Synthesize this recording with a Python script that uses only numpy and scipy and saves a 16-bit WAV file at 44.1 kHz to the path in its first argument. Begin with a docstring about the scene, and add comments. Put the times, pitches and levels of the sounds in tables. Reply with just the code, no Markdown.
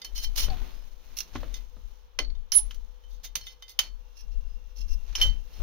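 """A steel blade digs through packed sand around metal castings in a wooden frame, in a quiet workshop.
Bursts of sand grains make the scrapes and drive decaying metal modes; noise cracks start the clinks.
One sagging sine squeals, then the freed blade rings. Clods are falling sine thumps with puffs of noise;
creaks and whistles are gliding sines. The bench shakes the stand under the left microphone, as resonant
noise, and behind it lie a short room tail, filtered hush and a wavering hum."""
import sys
import numpy as np
from scipy import signal
from scipy.io import wavfile
from scipy.ndimage import uniform_filter1d

SR = 44100
rng = np.random.default_rng(int(sys.argv[2]) if len(sys.argv) > 2 else 0)


def volts_from_db(level):
    """Convert decibel levels to linear amplitude ratios."""
    exponent = np.asarray(level, float) / 20
    return 10 ** exponent


def transcribe(u):
    """Save the signal u as a 16-bit wav file named by the first command-line argument.

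    u: samples, shape (n,) or (channels, n), limited to [-1, 1]; the rate is SR.
    q: integer samples, one column per channel.
    """
    v = np.clip(np.atleast_2d(u).T, -1, 1)
    q = np.round(v * 32767).astype(np.int16)
    wavfile.write(sys.argv[1], SR, q)


N = 247842  # length in samples


def read(points, hz):
    """Reads a curve of (Hz, value) points, interpolated along log frequency."""
    f, value = np.transpose(points)
    return np.interp(np.log(hz + 1), np.log(f + 1), value)


def evened(x):
    """Scales to an rms of one."""
    return x / np.sqrt(np.mean(np.square(x)) + 1e-20)


def add(mix, s, sound):
    """Lays a sound into the mix at s seconds, cut off at the end."""
    part = mix[..., round(s * SR):][..., :sound.shape[-1]]
    part += sound[..., :part.shape[-1]]


def follow(rows):
    """Draws the columns of a timed curve at every sample."""
    s, *columns = np.transpose(rows)
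    return [np.interp(np.arange(N) / SR, s, c) for c in columns]


def colour(x, points):
    """Causal minimum-phase filter with the given (Hz, dB) gains."""
    log_gain = np.log(volts_from_db(read(points, abs(np.fft.fftfreq(4096, 1 / SR)))))
    taps = np.fft.ifft(np.exp(np.conj(signal.hilbert(log_gain)))).real[:2048]
    return signal.oaconvolve(x, taps)[:len(x)]


def resonate(x, hz, width):
    """One-pole complex resonator: a decaying vibration at hz, width in Hz."""
    r = np.exp(-np.pi * width / SR)
    return 2 * signal.lfilter([1 - r], [1, -r * np.exp(2j * np.pi * hz / SR)], x).real


# Modes of the free blade. Each row: pitch in Hz, relative level in dB, t60 in s before the ring time factor.
BLADE_MODES = [(1110, -22, .06), (2045, -19, .2), (2400, -13, .06), (3070, -3, .165), (3930, -14, .06),
               (4330, -5, .08), (5290, -2, .09), (5690, -4, .09), (6160, -5, .07), (9935, 2, .06),
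               (11560, 1, .06), (12060, -7, .06), (14400, -5, .07), (15490, -5, .07)]
# Modes of a casting. Each row: pitch in Hz, relative level in dB, t60 in s before the ring time factor.
CASTING_MODES = [(2050, -12, .18), (3080, -9, .15), (3500, -8, .1), (3680, -4, .11), (4330, -10, .08),
                 (4815, -6, .11), (5180, -4, .05), (6150, -2, .1), (7580, -2, .04), (9400, 2, .05),
                 (11460, 2, .06), (13250, -7, .07), (15260, -1, .09)]
# Modes of the blade wedged under the metal. Each row: pitch in Hz, relative level in dB, t60 in s likewise.
WEDGED_MODES = [(850, -16, .05), (1690, -16, .03), (2760, -3, .07), (3300, -14, .08), (4310, -5, .03),
                (5240, -4, .06), (5420, -2, .06), (5780, 0, .05), (6440, -6, .06), (10100, 3, .025),
                (11650, 0, .025), (13100, 0, .04), (14200, 1, .04), (15350, -3, .05)]
# Modes of the second casting, touched lightly. 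Each row: pitch in Hz, relative level in dB, t60 in s likewise.
PLATE_MODES = [(2160, -12, .08), (3647, -10, 0.074), (4410, 0.1, 0.24), (4720, -4, 0.0304),
               (5840, -12, 0.067), (10400, -5, 0.033)]


def ring(metal, favoured_hz, slope_db, factor, focus_db, damping_db_per_s=0):
    """Where metal is touched favours modes near one pitch; each side hears a mode at another phase."""
    modes = {"blade": BLADE_MODES, "casting": CASTING_MODES, "wedged": WEDGED_MODES, "plate": PLATE_MODES}[metal]
    hz, db, t60 = np.transpose(modes)[:, :, None]
    t = np.arange(SR // 3) / SR
    luck = rng.standard_normal((len(modes), 2))  # columns: level, phase
    octaves = np.log2(hz / favoured_hz)
    place_db = focus_db * (np.exp(-octaves ** 2 / .06) - 1) + slope_db * octaves
    decay_db = -60 * t / (factor * t60) - damping_db_per_s * t
    level = volts_from_db(db + place_db + 0.81 * luck[:, :1] + decay_db)
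    level = level * np.minimum(t / 0.00048, 1)  # soft start
    turn = 2 * np.pi * hz * t
    return np.array([(level * np.sin(turn + 0.76 * side * luck[:, 1:])).sum(0) for side in (-1, 1)])


GRAINS_PER_S = 4000


def grains(count):
    """Sand grains bursting, uneven in size: one shared train and one for each side."""
    size = volts_from_db(4 * np.minimum(rng.exponential(1, (3, count)), 5))
    size = size * (rng.random((3, count)) < GRAINS_PER_S / SR)
    return evened(size * rng.choice([-1., 1.], (3, count)))


def rubbed(drive, body):
    """Every grain strikes the body a little."""
    return signal.oaconvolve(drive[None], body / np.linalg.norm(body[0]), axes=1)


# The blade's strokes. Each row: start in seconds, length in seconds, relative level in dB,
# ring against grit in dB, brightness in dB per octave, what rings.
STROKE_ROWS = [(0.045, 0.02, -39, 4.5, -1, "blade"), (0.148, 0.06, -44.5, 3.5, 1, "blade"),
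               (0.21, 0.057, -43, 3.5, 1.5, "blade"), (.355, 0.096, -32, -2, 0.5, "blade"),
               (1.164, 0.03, -42.5, 3, 4.5, "wedged"), (1.329, 0.053, -45.5, -18, -7.5, "casting"),
               (1.549, 0.037, -49, -6, -1, "casting"), (2.533, 0.068, -38, -7.5, 2.5, "blade"),
               (3.079, 0.088, -64, -0.5, 0.5, "casting"), (3.231, 0.044, -41.5, -3.5, 0.7, "casting"),
               (3.397, 0.13, -57, 1.1, -2.5, "blade"), (3.457, 0.033, -51, 5.5, 1, "casting"),
               (3.679, 0.052, -56.5, 5.5, 1.5, "casting"), (3.798, 0.1, -54, -6.5, -6, "blade"),
               (4.149, 0.079, -62.5, 6.5, -1, "wedged"), (4.3, 0.053, -69.5, 4.5, -3, "wedged"),
               (4.682, 0.06, -76, 1.5, 1.1, "wedged"), (4.752, 0.082, -60.5, 5.6, -0.2, "wedged"),
               (4.872, 0.08, -63.5, 8.5, -0.1, "wedged"), (5.061, 0.27, -54.5, -22, -7.5, "blade"),
               (5.175, 0.079, -40, -7, -6, "blade"), (5.215, 0.075, -43, -9.5, -3, "blade"),
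               (5.506, 0.16, -66, 1.5, 0.1, "blade")]
# Basic colour of sand grains. Each row: frequency in Hz, gain in dB.
GRIT_COLOUR = [(88, -31.5), (150, -4.5), (1870, -21), (3100, -17.5), (4000, -15), (5460, -13), (7920, -12),
               (11700, -12), (16000, -9)]
# For each metal: the rise as a share of the stroke length.
STROKE_RISE = {"blade": .1, "casting": .35, "wedged": 0.29}
# For each metal: the pitch in Hz near which modes answer a stroke most.
STROKE_PITCH_HZ = {"blade": 4500, "casting": 4900, "wedged": 5250}
BURIED_DB_PER_S = 250  # sand damps the metal during a stroke


def strokes():
    """Quick, lumpy bursts of grains; the grit is heard and drives the metal."""
    out, t = np.zeros((2, N)), np.arange(SR // 2) / SR
    for s, length, db, ring_db, slope_db, metal in STROKE_ROWS:
        lumps = volts_from_db(2.8 * evened(uniform_filter1d(rng.standard_normal(len(t)), 400)))
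        rise = np.minimum(t / (STROKE_RISE[metal] * length), 1)
        fall = np.exp(-np.maximum(t - length + 0.017, 0) / (0.0037 + .12 * length))
        shared, *own = volts_from_db(db) * lumps * rise * fall * grains(len(t))
        tilt = []
        for hz, gain_db in GRIT_COLOUR:
            bright_db = slope_db * np.log2(max(hz, 1500) / 4000)
            low_cut_db = 6 * max(np.log2(700 / hz), 0)
            tilt.append((hz, gain_db + 10 + bright_db - low_cut_db))
        add(out, s, np.array([colour(shared + 1.4 * g, tilt) for g in own]))
        body = ring(metal, STROKE_PITCH_HZ[metal], slope_db, 1.0, 3.6, BURIED_DB_PER_S)
        add(out, s, volts_from_db(ring_db) * rubbed(shared, body))
    return out


# Blows on metal. Each row: start in seconds, relative crack level in dB, ring against crack in dB,
# favoured pitch in Hz, ring time factor, what rings.
BLOW_ROWS = [(0.017, -42.5, 7, 4850, 0.71, "casting"), (0.0459, -28.5, -12, 4070, 1, "blade"),
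             (0.5014, -44.5, 9.5, 4330, 0.091, "plate"), (1.169, -36, -1.5, 4300, 0.5, "wedged"),
             (1.1864, -23, -4.5, 5940, 0.47, "wedged"), (1.2043, -25.5, -1.2, 4270, 0.6, "wedged"),
             (1.541, -37, 2, 6800, 1.04, "casting"), (2.1887, -17, 11, 2190, 0.25, "blade"),
             (2.191, -60, 14.5, 4400, 1.3, "plate"), (2.248, -50, 11, 4410, 0.11, "plate"),
             (2.302, -51, 7.5, 4410, 0.09, "plate"), (2.3511, -57, 1.5, 3630, 0.61, "casting"),
             (2.5192, -17.5, -0.7, 5600, 0.72, "blade"), (2.7087, -32.5, 0, 3070, 0.11, "blade"),
             (2.744, -39.5, -20, 3070, .4, "blade"), (3.037, -54, -7, 3070, 1.34, "blade"),
             (3.3539, -15.5, -3.5, 11900, 0.76, "casting"), (3.468, -40, 4.5, 3300, 0.99, "casting"),
             (3.623, -39.5, 0.3, 3000, 1, "casting"), (3.68, -48.5, 2, 4850, .8, "casting"),
             (3.7897, -8, -3.5, 3070, 0.22, "blade"), (3.81, -64, 15, 4430, 1.08, "plate"),
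             (5.1528, -22, 2.5, 3080, 0.11, "blade"), (5.156, -32.5, 5, 5650, 1.36, "blade"),
             (5.2139, -23, 9, 3100, 1.2, "blade"), (5.224, -16, -7.5, 4330, .3, "blade"),
             (5.297, -42, 3, 4500, 0.092, "plate")]
# For each metal: how strongly a blow singles out the favoured modes, in dB.
BLOW_FOCUS_DB = {"blade": 12, "casting": 8.5, "wedged": 5, "plate": 5}
# For each metal: starting tilt of crack and ring in dB per octave, before force and place are added.
BLOW_TILT = {"blade": 0.1, "casting": -1.5, "wedged": 2.3, "plate": -1.1}
# Harder blows are brighter, blows that mostly ring are duller (dB per octave per dB).
SOFT_BLOW_DB, HARDENING, RING_DULLING = -34, .07, .22
HIGH_TOUCH = 1.8  # dB per octave for each octave that the favoured pitch lies above 4 kHz


def blows():
    """A crack of a few milliseconds, a spray of sand, and the metal ringing."""
    out, t = np.zeros((2, N)), np.arange(SR // 4) / SR
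    crack, spray = np.exp(-t / 0.0062), volts_from_db(-14.5) * np.exp(-t / 0.024)
    burst = np.minimum(t / .001, 1) * (crack + spray)
    for s, db, ring_db, hz, factor, metal in BLOW_ROWS:
        force_db = HARDENING * (db - SOFT_BLOW_DB) - RING_DULLING * ring_db
        slope_db = BLOW_TILT[metal] + force_db + HIGH_TOUCH * np.log2(hz / 4000)
        shared, *own = rng.standard_normal((3, len(t))) * burst
        tilt = [(200, -20.5), (1000, -2 * slope_db), (16000, 2 * slope_db)]
        add(out, s, volts_from_db(db - 10.5) * np.array([colour(shared + 0.33 * n, tilt) for n in own]))
        add(out, s, volts_from_db(db + ring_db) * ring(metal, hz, slope_db, factor, BLOW_FOCUS_DB[metal]))
    return out


# The edge catches on metal and squeals. Each row: time in seconds, bite in dB.
BITE_CURVE = [(2.519, -41.5), (2.532, -23.5), (2.544, -22.5), (2.556, -9.5), (2.568, -7.5), (2.579, -8.5),
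              (2.587, -30.5)]
SQUEAL_HZ, SAG_HZ, SQUEAL_LEFT_DB = 9980, 42, -10  # pitch sags as it bites; left is weaker than right
LET_GO_HZ, LET_GO_DB, LET_GO_T60_S = 9942, -24, .13  # the freed blade rings out


def squeal():
    """One slipping tone that the two ports hear far out of step; then the blade lets go and rings out."""
    bite_db, = follow(BITE_CURVE)
    t = np.arange(N) / SR
    start, end = BITE_CURVE[0][0], BITE_CURVE[-1][0]
    turn = 2 * np.pi * np.cumsum(SQUEAL_HZ - SAG_HZ * volts_from_db(bite_db - bite_db.max())) / SR
    biting = volts_from_db(bite_db) * ((t > start) & (t < end))
    after = np.maximum(t - end, 0)
    free_level = volts_from_db(LET_GO_DB - 60 * after / LET_GO_T60_S) * np.minimum(after / .006, 1)
    free = free_level * np.sin(2 * np.pi * LET_GO_HZ * t)
    return biting * np.array([volts_from_db(SQUEAL_LEFT_DB) * np.sin(turn + 2.5), np.sin(turn)]) + free


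# How much loose sand is crumbling. Each row: time in seconds, relative level in dB.
CRUMBLE_CURVE = [(0, -54), (.32, -52), (.47, -41), (.65, -45.5), (.8, -52.5), (.97, -59), (1.12, -52),
                 (1.3, -52.5), (1.4, -47), (1.58, -51), (1.7, -62), (1.9, -59), (2.1, -73), (2.5, -73.5),
                 (2.65, -54), (2.9, -67.5), (3.2, -70), (3.55, -69), (4.5, -65), (4.7, -68.5), (5.05, -57),
                 (5.3, -55.5), (5.42, -60), (5.62, -46.5)]
QUIET_SAND_DB, BRIGHT_DB, DULLING = -70, 0.28, 0.26  # more sand is duller
BURIED_RING_DB, RING_GROWTH = -80, .3  # the buried blade rings only a little more with more sand
WEDGED_FROM_S = 4.0  # the blade is pushed under the casting


def crumble():
    """A dull bed of grains that touches the buried blade."""
    sand_db, = follow(CRUMBLE_CURVE)
    more_db = sand_db - QUIET_SAND_DB
    bright_db = BRIGHT_DB - DULLING * more_db
    shared, *own = grains(N)
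    spread = evened([colour(shared + 1.6 * g, GRIT_COLOUR) for g in own])
    low = signal.lfilter(*signal.butter(N=2, Wn=3000, fs=SR), spread)
    sand = volts_from_db(sand_db) * (volts_from_db(-bright_db) * low + volts_from_db(bright_db) * (spread - low))
    touch = volts_from_db(BURIED_RING_DB + RING_GROWTH * more_db) * shared
    wedged = np.arange(N) > WEDGED_FROM_S * SR
    free_ring = rubbed(touch * ~wedged, ring("blade", 4330, -2.1, .6, 3.0))
    wedged_ring = rubbed(touch * wedged, ring("wedged", 2760, -2.1, .9, 3.93))
    return sand + (volts_from_db(-2.5) * free_ring + volts_from_db(3) * wedged_ring)[:, :N]


# Clods landing on the tray. Each row: start in seconds, relative level in dB,
# pitch in Hz that the thump falls to, t60 in seconds.
CLOD_ROWS = [(.482, -28, 153, 0.028), (.615, -41.5, 235, 0.063), (1.354, -23, 242.6, 0.047),
             (1.357, -32.5, 847, 0.029), (1.43, -33.5, 465, 0.061), (1.766, -44, 199, 0.043),
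             (2.189, -30, 443, 0.066), (2.2, -36, 269, 0.0892), (3.369, -49.5, 110, .1),
             (3.792, -42.5, 480, 0.054), (5.25, -31.5, 115, 0.079), (5.6, -37, 110, 0.07)]


def clods():
    """A dull falling thump with a puff of loose sand."""
    out, t = np.zeros(N), np.arange(SR // 4) / SR
    for s, db, hz, t60 in CLOD_ROWS:
        thump = np.sin(2 * np.pi * np.cumsum(hz * (1 + 0.68 * np.exp(-t / 0.003))) / SR)
        noise = rng.standard_normal(len(t))
        puff = evened(resonate(resonate(noise, 1.3 * hz, 900), 2.0 * hz, 1500))
        add(out, s, volts_from_db(db - 60 * t / t60) * (thump + .5 * puff) * np.minimum(t / 0.0022, 1))
    return out * volts_from_db([[-1], [1]])  # a little to the right


TONE_ENDS_DB = -12  # against the middle of a tone


def tones(rows, waver):
    """Wavering near-sines that glide, swell and fade."""
    out = np.zeros(N)
    for s, length, db, from_hz, to_hz in rows:
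        u = np.arange(0, length, 1 / SR) / length
        wobble = evened(uniform_filter1d(rng.standard_normal(len(u)), 300))
        hz = (from_hz + (to_hz - from_hz) * u) * (1 + waver * wobble)
        swell = volts_from_db(db + TONE_ENDS_DB * (2 * u - 1) ** 2) * signal.windows.tukey(len(u), .3)
        add(out, s, np.sqrt(2) * swell * np.sin(2 * np.pi * np.cumsum(hz) / SR))
    return out


# Short rubbing tones. Each row: start in seconds, length in seconds, relative level in dB,
# first pitch in Hz, last pitch in Hz.
CREAK_ROWS = [(.485, 0.068, -43, 820, 700), (2.53, .1, -56.5, 872, 868)]


def creaks():
    """Short rubbing tones, as gliding sines with a slight waver."""
    return tones(CREAK_ROWS, .01)


# Faint thin whistles. Each row: start in seconds, length in seconds, relative level in dB,
# first pitch in Hz, last pitch in Hz.
WHISTLE_ROWS = [(.67, .19, -71, 4900, 5140), (4.455, .135, -75, 5030, 5070)]


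def whistles():
    """Faint thin rising sines with a little more waver."""
    return tones(WHISTLE_ROWS, .013)


# Sparse short room. Each row: frequency in Hz, t60 in seconds.
ROOM_DECAY = [(250, 0.48), (1000, 0.12), (4000, 0.14), (12000, 0.085)]


def room(x):
    """Sparse taps of random sign, each band dying at its own speed."""
    taps = np.zeros((2, SR // 2))
    slots = np.arange(200, SR // 2 - 20, 20)
    at = slots + rng.integers(0, 20, (2, len(slots)))
    np.put_along_axis(taps, at, rng.choice([-1., 1.], at.shape), 1)
    hz, t, z = signal.stft(taps, SR, nperseg=256)
    decay = volts_from_db(-60 * t / read(ROOM_DECAY, hz)[:, None])
    tail = signal.istft(z * decay, SR, nperseg=256)[1]
    return signal.fftconvolve(x, tail / np.linalg.norm(tail[0]), axes=1)[:, :N]


SMOOTH_S = 0.024


def swells(s, db, fade_s, rise_db_per_s):
    """Each push builds up at one rate and fades at its own; their powers add."""
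    t = np.arange(0, N + 64, 64) / SR - np.array(s)[:, None]
    change_db = np.where(t < 0, rise_db_per_s * t, -20 * t / np.array(fade_s)[:, None])
    level = volts_from_db(np.array(db)[:, None] + change_db)
    sharp = np.interp(np.arange(N), 64 * np.arange(t.shape[1]), np.sqrt((level ** 2).sum(0)))
    width = round(SMOOTH_S * SR)
    return uniform_filter1d(uniform_filter1d(sharp, width), width)


# Pushes on the bench. Each row: time in seconds, relative sway in dB, relative bounce in dB,
# time to fade 20 dB in seconds (zero stops at once, a negative time keeps growing).
JOLT_ROWS = [(0.139, -35, -29, 0.5), (0.279, -20.5, -29, 0.17), (.44, -20, -22, 0.11), (.5, -13, -22, 0.06),
             (.62, -28.5, -24, 0.09), (.75, -33.5, -39, 0.56), (1.13, -38.5, -60, 0.16),
             (1.36, -38, -33.5, 0.62), (1.45, -33, -27.5, 0.4), (1.85, -38.5, -35, 0.2),
             (2.242, -26, -28.5, 0.17), (2.309, -24, -37, 0.24), (2.64, -34, -25, 0.18),
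             (2.77, -30.5, -41, 0.17), (2.83, -42, -35, .3), (3.1, -43, -34, 0.6),
             (3.85, -55.5, -35.5, 0.5), (3.94, -40, -37, 0.3), (4.27, -34, -28.5, 0.57),
             (4.38, -25, -28, 0.26), (4.55, -40, -34, 0.3), (4.82, -43, -23.5, 0.32),
             (4.9, -20.5, -27.5, 0.18), (4.978, -33, -25, 0), (5.04, -30.5, -47, 0.14),
             (5.13, -34.5, -24.5, 0.02), (5.231, -19.5, -37, 0.2), (5.271, -20, -16.5, 0.17),
             (5.62, -27, -24.5, -2)]
# Sway, bounce, rumble and buzz of the stand. Each row: pitch in Hz, width of the first resonator in Hz.
STAND_MODES = [(20, 7.7), (37, 3.08), (62, 34), (210, 8.6)]
JOLT_RISE_DB_PER_S, RUMBLE_DB, BUZZ_DB = 259.5, -29, -36  # rumble and buzz against bounce
# Landing clods make the stand rumble too, big low ones most.
CLOD_RUMBLE_DB, CLOD_RUMBLE_FADE_S, CLOD_RISE_DB_PER_S, BIG_CLOD_DB_PER_OCTAVE = -4.5, 0.14, 900, 10.5
RUMBLE_FROM_HZ, STAND_TOP_HZ = 50, 75  # modes below the first (sway, bounce) thin out above the second


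def shake():
    """The stand sways, bounces, rumbles and buzzes; the left microphone takes nearly all of it."""
    s, sway_db, bounce_db, fade_s = np.transpose(JOLT_ROWS)
    sway = swells(s, sway_db, fade_s, JOLT_RISE_DB_PER_S)
    bounce = swells(s, bounce_db, fade_s, JOLT_RISE_DB_PER_S)
    landing, clod_db, clod_hz = np.transpose(CLOD_ROWS)[:3]
    clod_db = clod_db + CLOD_RUMBLE_DB - BIG_CLOD_DB_PER_OCTAVE * np.log2(clod_hz / 150)
    clod_fade_s = np.full(len(landing), CLOD_RUMBLE_FADE_S)
    rumble = volts_from_db(RUMBLE_DB) * bounce + swells(landing, clod_db, clod_fade_s, CLOD_RISE_DB_PER_S)
    thin = signal.butter(N=1, Wn=STAND_TOP_HZ, fs=SR, output="sos")
    noise, out = rng.standard_normal((2, N)), 0
    for (hz, width), strength in zip(STAND_MODES, (sway, bounce, rumble, volts_from_db(BUZZ_DB) * bounce)):
        motion = resonate(resonate(noise, hz, width), hz, 2.4 * width)
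        # evened over time, so that the pushes alone set the strength
        motion /= np.sqrt(abs(uniform_filter1d(motion ** 2, SR // 8)) + 1e-20)
        motion *= strength
        if hz < RUMBLE_FROM_HZ:
            motion = signal.sosfiltfilt(thin, motion)
        out = out + motion
    return np.array([volts_from_db(1.5) * out[0], volts_from_db(-22) * (out[1] - 0.47 * out[0])])


# Colour of the workshop hush. Each row: frequency in Hz, relative gain in dB.
AIR_COLOUR = [(29, -15), (50, 4), (167, -56), (321, -34), (495, -20), (646, -33), (863, -24), (2110, -36.5),
              (3500, -31.5), (6240, -60), (8140, -73.5), (13500, -47), (16000, -48.5)]
AIR_DB = -55.5 - 3.5
HUM_HZ, HUM_DB = 495.4, -74.5


def air():
    """Workshop hush, unlike on the two sides, and a wavering hum of narrow noise."""
    hush = evened([colour(n, AIR_COLOUR) for n in rng.standard_normal((2, N))])
    hum = evened(resonate(rng.standard_normal(N), HUM_HZ, 7.4))
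    return volts_from_db(AIR_DB) * hush + volts_from_db(HUM_DB) * hum


# Response of both microphone ports. Each row: frequency in Hz, gain in dB.
MIC_RESPONSE = [(100, -12.5), (5000, -0.5), (6500, 3), (7300, -20), (8300, -23.5), (9300, -9), (11000, -13),
                (15500, -8), (16200, -30.5), (17000, -61)]
# Left port against the right. Each row: frequency in Hz, gain in dB.
LEFT_RESPONSE = [(100, -0.5), (4300, 1), (5500, -17.5), (6500, -24.5), (7300, 10), (8000, -8), (8900, -25),
                 (10500, -6), (12000, 3), (15500, -5)]


def ports(sound):
    """Each port of the housing has its own dips; the left side is shifted two samples earlier."""
    left, right = sound
    early = np.roll(left, shift=-2)
    return np.array([colour(colour(early, LEFT_RESPONSE), MIC_RESPONSE), colour(right, MIC_RESPONSE)])


def scene():
    """Digging through the ports, the squeal, their room tails, the shaken stand and the air."""
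    near = strokes() + blows() + crumble() + clods() + creaks() + whistles()
    bench = volts_from_db(5.5) * (near + volts_from_db(-11.0) * room(near))
    squealing = squeal()
    return ports(bench) + squealing + volts_from_db(-9.0) * room(squealing) + shake() + air()


def roll_off(x):
    """The treble ends steeply here."""
    return signal.sosfilt(signal.butter(12, 16820, fs=SR, output="sos"), x)


def record(dry):
    """Turns the finished mix into its stored form, with the top cut off."""
    return roll_off(dry)


dry = scene()
out = record(dry)
transcribe(out)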